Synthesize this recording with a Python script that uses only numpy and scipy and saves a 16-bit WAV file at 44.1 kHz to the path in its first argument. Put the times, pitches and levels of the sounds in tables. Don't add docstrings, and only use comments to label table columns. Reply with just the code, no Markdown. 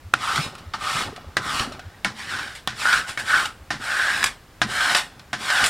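import sys
import numpy as np
from scipy import signal
from scipy.fft import rfft, irfft, next_fast_len
from scipy.io import wavfile

SR = 44100
rng = np.random.default_rng(int(sys.argv[2]) if len(sys.argv) > 2 else 0)


def master_out(mix):
    frames = np.transpose(np.atleast_2d(mix))
    ceiling = np.clip(frames, -1, 1)
    pcm = np.round(ceiling * 32767).astype(np.int16)
    wavfile.write(sys.argv[1], SR, pcm)


N = 250929
TIME = np.arange(N) / SR


def from_db(db):
    return 10 ** (np.asarray(db) / 20)


def rms_one(x):
    return x / np.sqrt(np.mean(x ** 2) + 1e-20)


def colour(x, spectrum):
    hz, db = np.transpose(spectrum)
    size = next_fast_len(N)
    bins = np.fft.rfftfreq(size, 1 / SR) + 1
    skirts = 1 / (1 + (hz[0] / bins / 2) ** 2) / (1 + (bins / hz[-1] / 2) ** 2)
    gain = skirts * from_db(np.interp(np.log(bins), np.log(hz), db))
    return rms_one(irfft(rfft(x, size) * gain, size)[:N])


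def drift(turns_per_s):
    return rms_one(np.interp(TIME * turns_per_s, np.arange(N // 10), rng.standard_normal(N // 10)))


def decay(start, t60):
    age = TIME - start
    return (age >= 0) * from_db(-60 * np.clip(age / t60, 0, 4))


def ring(start, hz, t60):
    out, first = np.zeros(N), int(start * SR)
    age = TIME[:min(int(2 * t60 * SR), N - first)]
    out[first:first + len(age)] = -np.sin(2 * np.pi * hz * age) * np.exp(-np.log(1000) * age / t60)
    return out


# frequency in Hz, relative level in dB.
AIR_SPECTRUM = [(15, -15), (25, 3), (102, 1), (277, -8.5), (560, -11), (840, -12.5), (1160, -11.5),
                (1940, -15), (2550, -18), (2760, -19), (4250, -21.5), (5000, -23), (14400, -32),
                (16000, -34)]

def room_tone(level_db=-49):
    return from_db(level_db) * colour(rng.standard_normal(N), AIR_SPECTRUM)


# start in seconds, level in dB, middle pitch in Hz,
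# length in seconds.
BOARD_THUMPS = [(0.036,-31.5,87,0.063), (0.375,-22,146,0.049), (0.654,-30,84,0.055), (0.938,-30,140,0.042),
                (1.257,-31,81,0.059), (1.846,-31,88,0.049), (2.055,-26.5,203,0.036), (3.598,-36,68.6,0.046),
                (4.644,-27,212,0.035)]

def thumps(rise=0.23):
    out = np.zeros(N)
    for start, db, hz, length in BOARD_THUMPS:
        progress = np.clip((TIME - start) / length, 0, 1)
        cycles = hz * length * progress * (1 + rise * (progress - 1))
        swell = np.sin(np.pi * progress ** 0.93) ** 2
        out += from_db(db) * swell * np.sin(2 * np.pi * cycles)
    return out


# start in seconds, blade ring in dB, its pitch in Hz,
# hollow ring in dB, its pitch in Hz, crack in dB, clatter in dB, its t60 in seconds, board in dB.
BLADE_LANDINGS = [(0.1386, 2.5, 1420, -45, 3440, -11.5, -29, 0.22, -41),
                  (0.7435, -19, 1430, -24.5, 900, -37, -30.5, 0.17, -45.5),
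                  (1.3687, -3.5, 1624, -16, 1960, -16, -18, 0.1, -38),
                  (2.0467, -27, 1670, -18.5, 2215, -14, -21.5, 0.21, -37.5),
                  (2.6750, -13, 1130, -25, 3430, -15.5, -27, 0.29, -41.5),
                  (3.1750, -16, 1830, -22.5, 2210, -28, -27, 0.13, -49.5),
                  (3.7046, -32, 1480, -45, 736, -35, -23.5, 0.25, -37.5),
                  (4.6167, -9.5, 1260, -12, 1620, -14, -17, 0.14, -34.5),
                  (5.3308, -31, 1830, -33, 688, -20.5, -22, 0.15, -39)]
# frequency in Hz, relative level in dB.
CRACK_SPECTRUM = [(300, -43), (1000, 1), (3300, 17.5), (6000, -4), (9500, 3), (15000, -36)]
CLATTER_SPECTRUM = [(100, -19), (300, -38), (500, -30), (750, -14), (1300, 6.5), (1900, 8), (2200, 0.5),
                    (3500, -1), (5500, -3), (6500, -9), (9500, -14.5), (15000, -42)]
# frequency in Hz, relative level in dB, t60 in seconds.
WOOD_MODES = [(124.1, 0, 0.52), (160, -8, 0.42), (216.3, -3, 0.75), (250, -9.5, 0.073), (311.3, 1.5, 0.2),
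              (414, -30, 0.15), (622, 7.5, 0.052), (725, 12, 0.072), (823, 10, 0.085), (1018, 6, 0.18),
              (1240, 8, 0.02), (1554, 9, 0.24), (1825, 19.5, 0.052), (2860, 9, 0.046), (3720, 8, 0.056)]

def landings(blade_t60=0.013, hollow_t60=0.064, crack_t60=0.019):
    crack = colour(rng.standard_normal(N), CRACK_SPECTRUM)
    clatter = colour(rng.standard_normal(N), CLATTER_SPECTRUM)
    out = np.zeros(N)
    for (start, blade_db, blade_hz, hollow_db, hollow_hz,
         crack_db, clatter_db, clatter_t60, board_db) in BLADE_LANDINGS:
        out += from_db(blade_db) * ring(start, blade_hz, blade_t60)
        out += from_db(hollow_db) * ring(start, hollow_hz, hollow_t60)
        out += from_db(crack_db) * decay(start, crack_t60) * crack
        out += from_db(clatter_db) * decay(start, clatter_t60) * clatter
        for hz, db, t60 in WOOD_MODES:
            gain = from_db(board_db + db + rng.normal(0, 1.7)) * rng.choice([-1, 1])
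            out += gain * ring(start, hz, t60)
    return out


def shudders(rumble, relative_db=-1, t60=0.59):
    return rumble * sum(from_db(board_db + relative_db) * decay(start, t60)
                        for start, *_, board_db in BLADE_LANDINGS)


# start and length in seconds; rasp, paper hiss,
# board ring and rumble in dB; point of hardest press (0-1 of the push); blade ring in dB, point where
# it bites best (0-1), ring lost a whole push away from there in dB; light drag afterwards in dB;
# blade pitch at the start and at the end in Hz.
PUSHES = [ (0.167, 0.28, -29, -39.5, -46.5, -39.5, 0.66, -23.5, 0.47, 104, -42, 1185, 1290),
          (0.776, 0.25, -27.5, -38, -39, -41, 0.75, -27, 0.52, 46, -41.5, 1200, 1230),
          (1.379, 0.24, -27, -38, -39, -35.5, 0.94, -28.5, 0.77, 14, -41, 1270, 1220),
          (2.136, 0.17, -37, -49, -66, -55, 0.43, -40, 0.7, 22, -75, 1760, 1740),
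          (2.269, 0.32, -34, -45.5, -57, -42, 0.11, -31.5, 0.31, 46, -78, 1430, 1560),
          (2.745, 0.24, -25.5, -35, -44, -41, .75, -18.5, 0.77, 82, -55, 1450, 1464),
          (3.056, 0.038, -31, -38.5, -50, -48, 0.98, -35.5, 1, 40, -75, 1460, 1440),
          (3.168, 0.031, -32, -39, -43, -39.5, 0.96, -29.5, .85, 13, -70, 1630, 1540),
          (3.239, 0.21, -27, -36.5, -41, -37, 0.54, -16.5, 0.55, 73, -53.5, 1560, 1330),
          (3.785, .49, -29, -39, -38.5, -41, 0.61, -22.5, 0.5, 53, -56.5, 1444, 1680),
          (4.654, 0.34, -25.5, -35, -31.5, -53, 0.75, -21.5, 0.58, 79, -47.5, 1520, 1450),
          (5.361, 0.28, -24, -33.5, -33, -37, 0.92, -21, 0.85, 51, -49, 1480, 1460)]

def push_gains(attack_s=0.056, press_arch_db=20, rumble_arch_db=68, rumble_lag=0.23):
    stop_db_per_s, settle_db_per_s, drag_db_per_s = 260, 140, 41
    rasp, hiss, blade, wood, rumble, drag = np.zeros((6, N))
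    for (start, length, rasp_db, hiss_db, wood_db, rumble_db, press_at,
         ring_db, bite_at, ring_loss_db, drag_db, _, _) in PUSHES:
        age = np.maximum(TIME - start, 0)
        progress, after = np.minimum(age / length, 1), np.maximum(age - length, 0)
        attack = np.minimum(age / min(attack_s, length), 1)
        speed = attack * from_db(-stop_db_per_s * after)
        press_db = -press_arch_db * (progress - press_at) ** 2
        rasp += speed * from_db(rasp_db + press_db)
        wood += speed * from_db(wood_db + press_db)
        hiss += speed ** 0.98 * from_db(hiss_db + 0.87 * press_db)
        blade += speed * from_db(ring_db - ring_loss_db * (progress - bite_at) ** 2)
        late_press_db = -rumble_arch_db * (progress - press_at - rumble_lag) ** 2
        rumble += attack * from_db(rumble_db + late_press_db - settle_db_per_s * after)
        drag += progress * from_db(drag_db - drag_db_per_s * after)
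    drag *= from_db(-0.5 * drift(turns_per_s=95))
    rasp = np.hypot(rasp, from_db(-6.5) * drag)
    blade = np.hypot(blade, from_db(-3.5) * drag)
    wood = np.hypot(wood, from_db(-11) * drag)
    rumble = np.hypot(rumble, from_db(1) * drag)
    return rasp, hiss, blade, wood, rumble


def blade_pitch():
    points = [point for start, length, *_, first_hz, last_hz in PUSHES
              for point in ((start, first_hz), (start + length, last_hz))]
    return np.interp(TIME, *np.transpose(points))


def friction(slips_per_s, spread_db, judder_db, judder_per_s, smooth=1.0):
    sizes = from_db(spread_db * np.minimum(rng.exponential(1, N), 5)) * rng.choice([-1, 1], N)
    slips = rms_one(sizes * (rng.random(N) < slips_per_s / SR))
    sliding = smooth * rng.standard_normal(N)
    return rms_one((slips + sliding) * from_db(judder_db * drift(judder_per_s)))


# multiple of its pitch, width in Hz, relative level in dB.
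PLASTIC_MODES = [(.87, 330, -10), (1.01, 210, 0), (1.13, 200, -7)]

def blade_ring(blade_hz):
    out = np.zeros(N)
    for multiple, width_hz, db in PLASTIC_MODES:
        force = friction(slips_per_s=5000, spread_db=2, judder_db=1.3, judder_per_s=110)
        hz = multiple * blade_hz
        mode = resonate(resonate(force, hz, width_hz), hz, 2 * width_hz)
        out += from_db(db) * rms_one(mode)
    return rms_one(out)


def resonate(x, hz, width_hz, block=256):
    radius = np.exp(-np.pi * width_hz / SR)
    zeros = np.array([1, 0, -1]) * (1 - radius ** 2) / 2
    out, state = np.zeros(N), np.zeros(2)
    for i in range(0, N, block):
        poles = [1, -2 * radius * np.cos(2 * np.pi * hz[i] / SR), radius ** 2]
        out[i:i + block], state = signal.lfilter(zeros, poles, x[i:i + block], zi=state)
    return out


def board_ring(force):
    out = np.zeros(N)
    for hz, db, t60 in WOOD_MODES:
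        out += from_db(db) * signal.lfilter(*signal.iirpeak(hz, Q=hz * t60 / 1.4, fs=SR), force)
    return rms_one(out)


def board_bounce(x, delay_s=0.001077, sway=0.31, share=0.42):
    lag = delay_s * np.exp(sway * drift(turns_per_s=7))
    return rms_one(x + share * np.interp(TIME - lag, TIME, x))


def catches(per_s=8.3, size=0.63, t60=0.028):
    jumps = (rng.random(N) < per_s / SR) * rng.random(N)
    feedback = from_db(-60 / (t60 * SR))
    return 1 + size * signal.lfilter([1], [1, -feedback], jumps + 1e-18)


# frequency in Hz, relative level in dB.
RASP_SPECTRUM = [(300, -8.5), (550, -4.5), (730, -1.5), (1000, 2.5), (1700, 0), (2200, 3.6), (2600, 1.5),
                 (3400, 2.56), (4300, -0.5), (5600, -2.5), (6100, -8), (7000, -11), (10000, -25.5)]
HISS_SPECTRUM = [(4500, -11.5), (6300, -7), (7800, -0.5), (9600, -3.5), (11000, -11), (13000, -15.5),
                 (15500, -34)]
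RUMBLE_SPECTRUM = [(30, 6), (60, 7.5), (130, 8), (220, 5), (320, 5), (500, -1.5), (700, 2.5), (1100, -0.5),
                   (2000, -42)]

def rubbing():
    rasp_gain, hiss_gain, blade_gain, wood_gain, rumble_gain = push_gains()
    blade = blade_ring(blade_pitch())
    force = friction(slips_per_s=4500, spread_db=1.5, judder_db=1, judder_per_s=260)
    rasp = board_bounce(colour(force, RASP_SPECTRUM))
    fine_slips = friction(slips_per_s=6400, spread_db=-1, judder_db=0, judder_per_s=160)
    hiss = colour(fine_slips, HISS_SPECTRUM)
    coarse_slips = friction(slips_per_s=900, spread_db=1.5, judder_db=3, judder_per_s=56, smooth=0.37)
    rumble = colour(coarse_slips, RUMBLE_SPECTRUM)
    edge = catches() * (rasp_gain * rasp + blade_gain * blade + hiss_gain * hiss)
    board = wood_gain * board_ring(force) + rumble_gain * rumble + shudders(rumble)
    return edge + board + snags(rasp, blade, hiss)


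# start in seconds, rasp in dB, blade ring in dB,
# paper hiss in dB, t60 in seconds.
RIDGE_SNAGS = [(0.359, -26, -42, -36, 0.064), (0.378, -36, -17, -50, 0.031),
               (0.552, -40.5, -39, -46, 0.033), (0.582, -43, -67, -52, 0.098),
               (0.7365, -29.5, -28.5, -53, 0.087), (1.162, -35.5, -47, -49, 0.052),
               (1.5961, -18, -22, -53, 0.022), (1.722, -39, -55, -50, 0.092), (1.794, -35, -40, -50, 0.04),
               (2.193, -42, -41, -55, 0.045), (2.551, -35, -46, -44, 0.13), (2.8546, -39, -20, -54, 0.056),
               (2.928, -27, -21, -52, .08), (3.455, -27.5, -34, -39, 0.056), (4.2294, -15, -8, -41, 0.013),
               (4.241, -10.5, -19, -16, 0.028), (4.2596, -21, -22, -29, 0.069),
               (4.806, -32, -19, -54, 0.05), (4.9481, -12.5, -12, -28, 0.053),
               (4.965, -22, -33, -29, 0.097), (5.195, -37, -63, -52, 0.041), (5.501, -22.5, -20, -54, 0.06),
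               (5.641, -17, -32, -25, 0.077), (5.660, -24, -46, -22.5, .14)]

def snags(rasp, blade, hiss):
    out = np.zeros(N)
    for start, rasp_db, blade_db, hiss_db, t60 in RIDGE_SNAGS:
        surge = from_db(rasp_db) * rasp + from_db(blade_db) * blade + from_db(hiss_db) * hiss
        out += decay(start, t60) * surge
    return out


# start in seconds, level in dB, pitch in Hz.
RELEASE_CREAKS = [(1.009,-22,980), (1.092,-32,284), (1.128,-30,433), (1.179,-31.5,720), (1.244,-39,600),
                  (1.629,-30,830), (1.674,-23,255), (1.719,-33,620), (1.793,-32,710), (1.946,-41,1880)]

def creaks(t60=0.047):
    dull = from_db(-15) * colour(rng.standard_normal(N), RUMBLE_SPECTRUM)
    return sum(from_db(db) * (ring(start, hz, t60) + dull * decay(start, t60))
               for start, db, hz in RELEASE_CREAKS)


def room(x, wet_db, t60=0.18, gap_s=0.002, top_hz=9000):
    age = TIME[:SR // 2]
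    tail = rng.standard_normal(len(age)) * (age > gap_s) * from_db(-60 * age / t60)
    tail = signal.sosfilt(signal.butter(1, top_hz, fs=SR, output="sos"), tail)
    return x + from_db(wet_db) * signal.fftconvolve(x, tail / np.linalg.norm(tail))[:N]


# frequency in Hz, typical side level against mid in dB.
SIDE_SPECTRUM = [(60, -27), (200, -26), (400, -23), (750, -24), (1400, -29), (2600, -23), (5500, -21),
                 (10000, -19)]

def capsules(x, scatter_points=160, sway_db=7):
    size = next_fast_len(N)
    bins = np.fft.rfftfreq(size, 1 / SR) + 1
    hz, db = np.transpose(SIDE_SPECTRUM)
    scatter_hz = np.linspace(0, SR / 2, scatter_points)
    scatter = rms_one(np.interp(bins, scatter_hz, rng.standard_normal(scatter_points)))
    side_gain = 1j * scatter * from_db(np.interp(np.log(bins), np.log(hz), db))
    side = irfft(rfft(x, size) * side_gain, size)[:N]
    sway = rms_one(from_db(sway_db * drift(turns_per_s=9)))
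    return x + side * sway * [[1], [-1]]


def scene():
    air, air_side = room_tone(), from_db(-24) * room_tone()
    mic_hiss = from_db(-64.5) * rng.standard_normal((2, N))
    work = room(rubbing() + creaks(), wet_db=-14.5) + room(landings(), wet_db=-22) + thumps()
    return capsules(work + air) + air_side * [[1], [-1]] + mic_hiss


def record(dry):
    notch_hz, notch_width_hz, cutoff_hz = 6130, 79, 15900
    notched = signal.lfilter(*signal.iirnotch(notch_hz, notch_hz / notch_width_hz, fs=SR), dry)
    top_cut = signal.ellip(10, 0.1, 100, cutoff_hz, fs=SR, output="sos")
    return signal.sosfilt(top_cut, np.clip(notched, -1, 1))


dry = scene()
out = record(dry)
master_out(out)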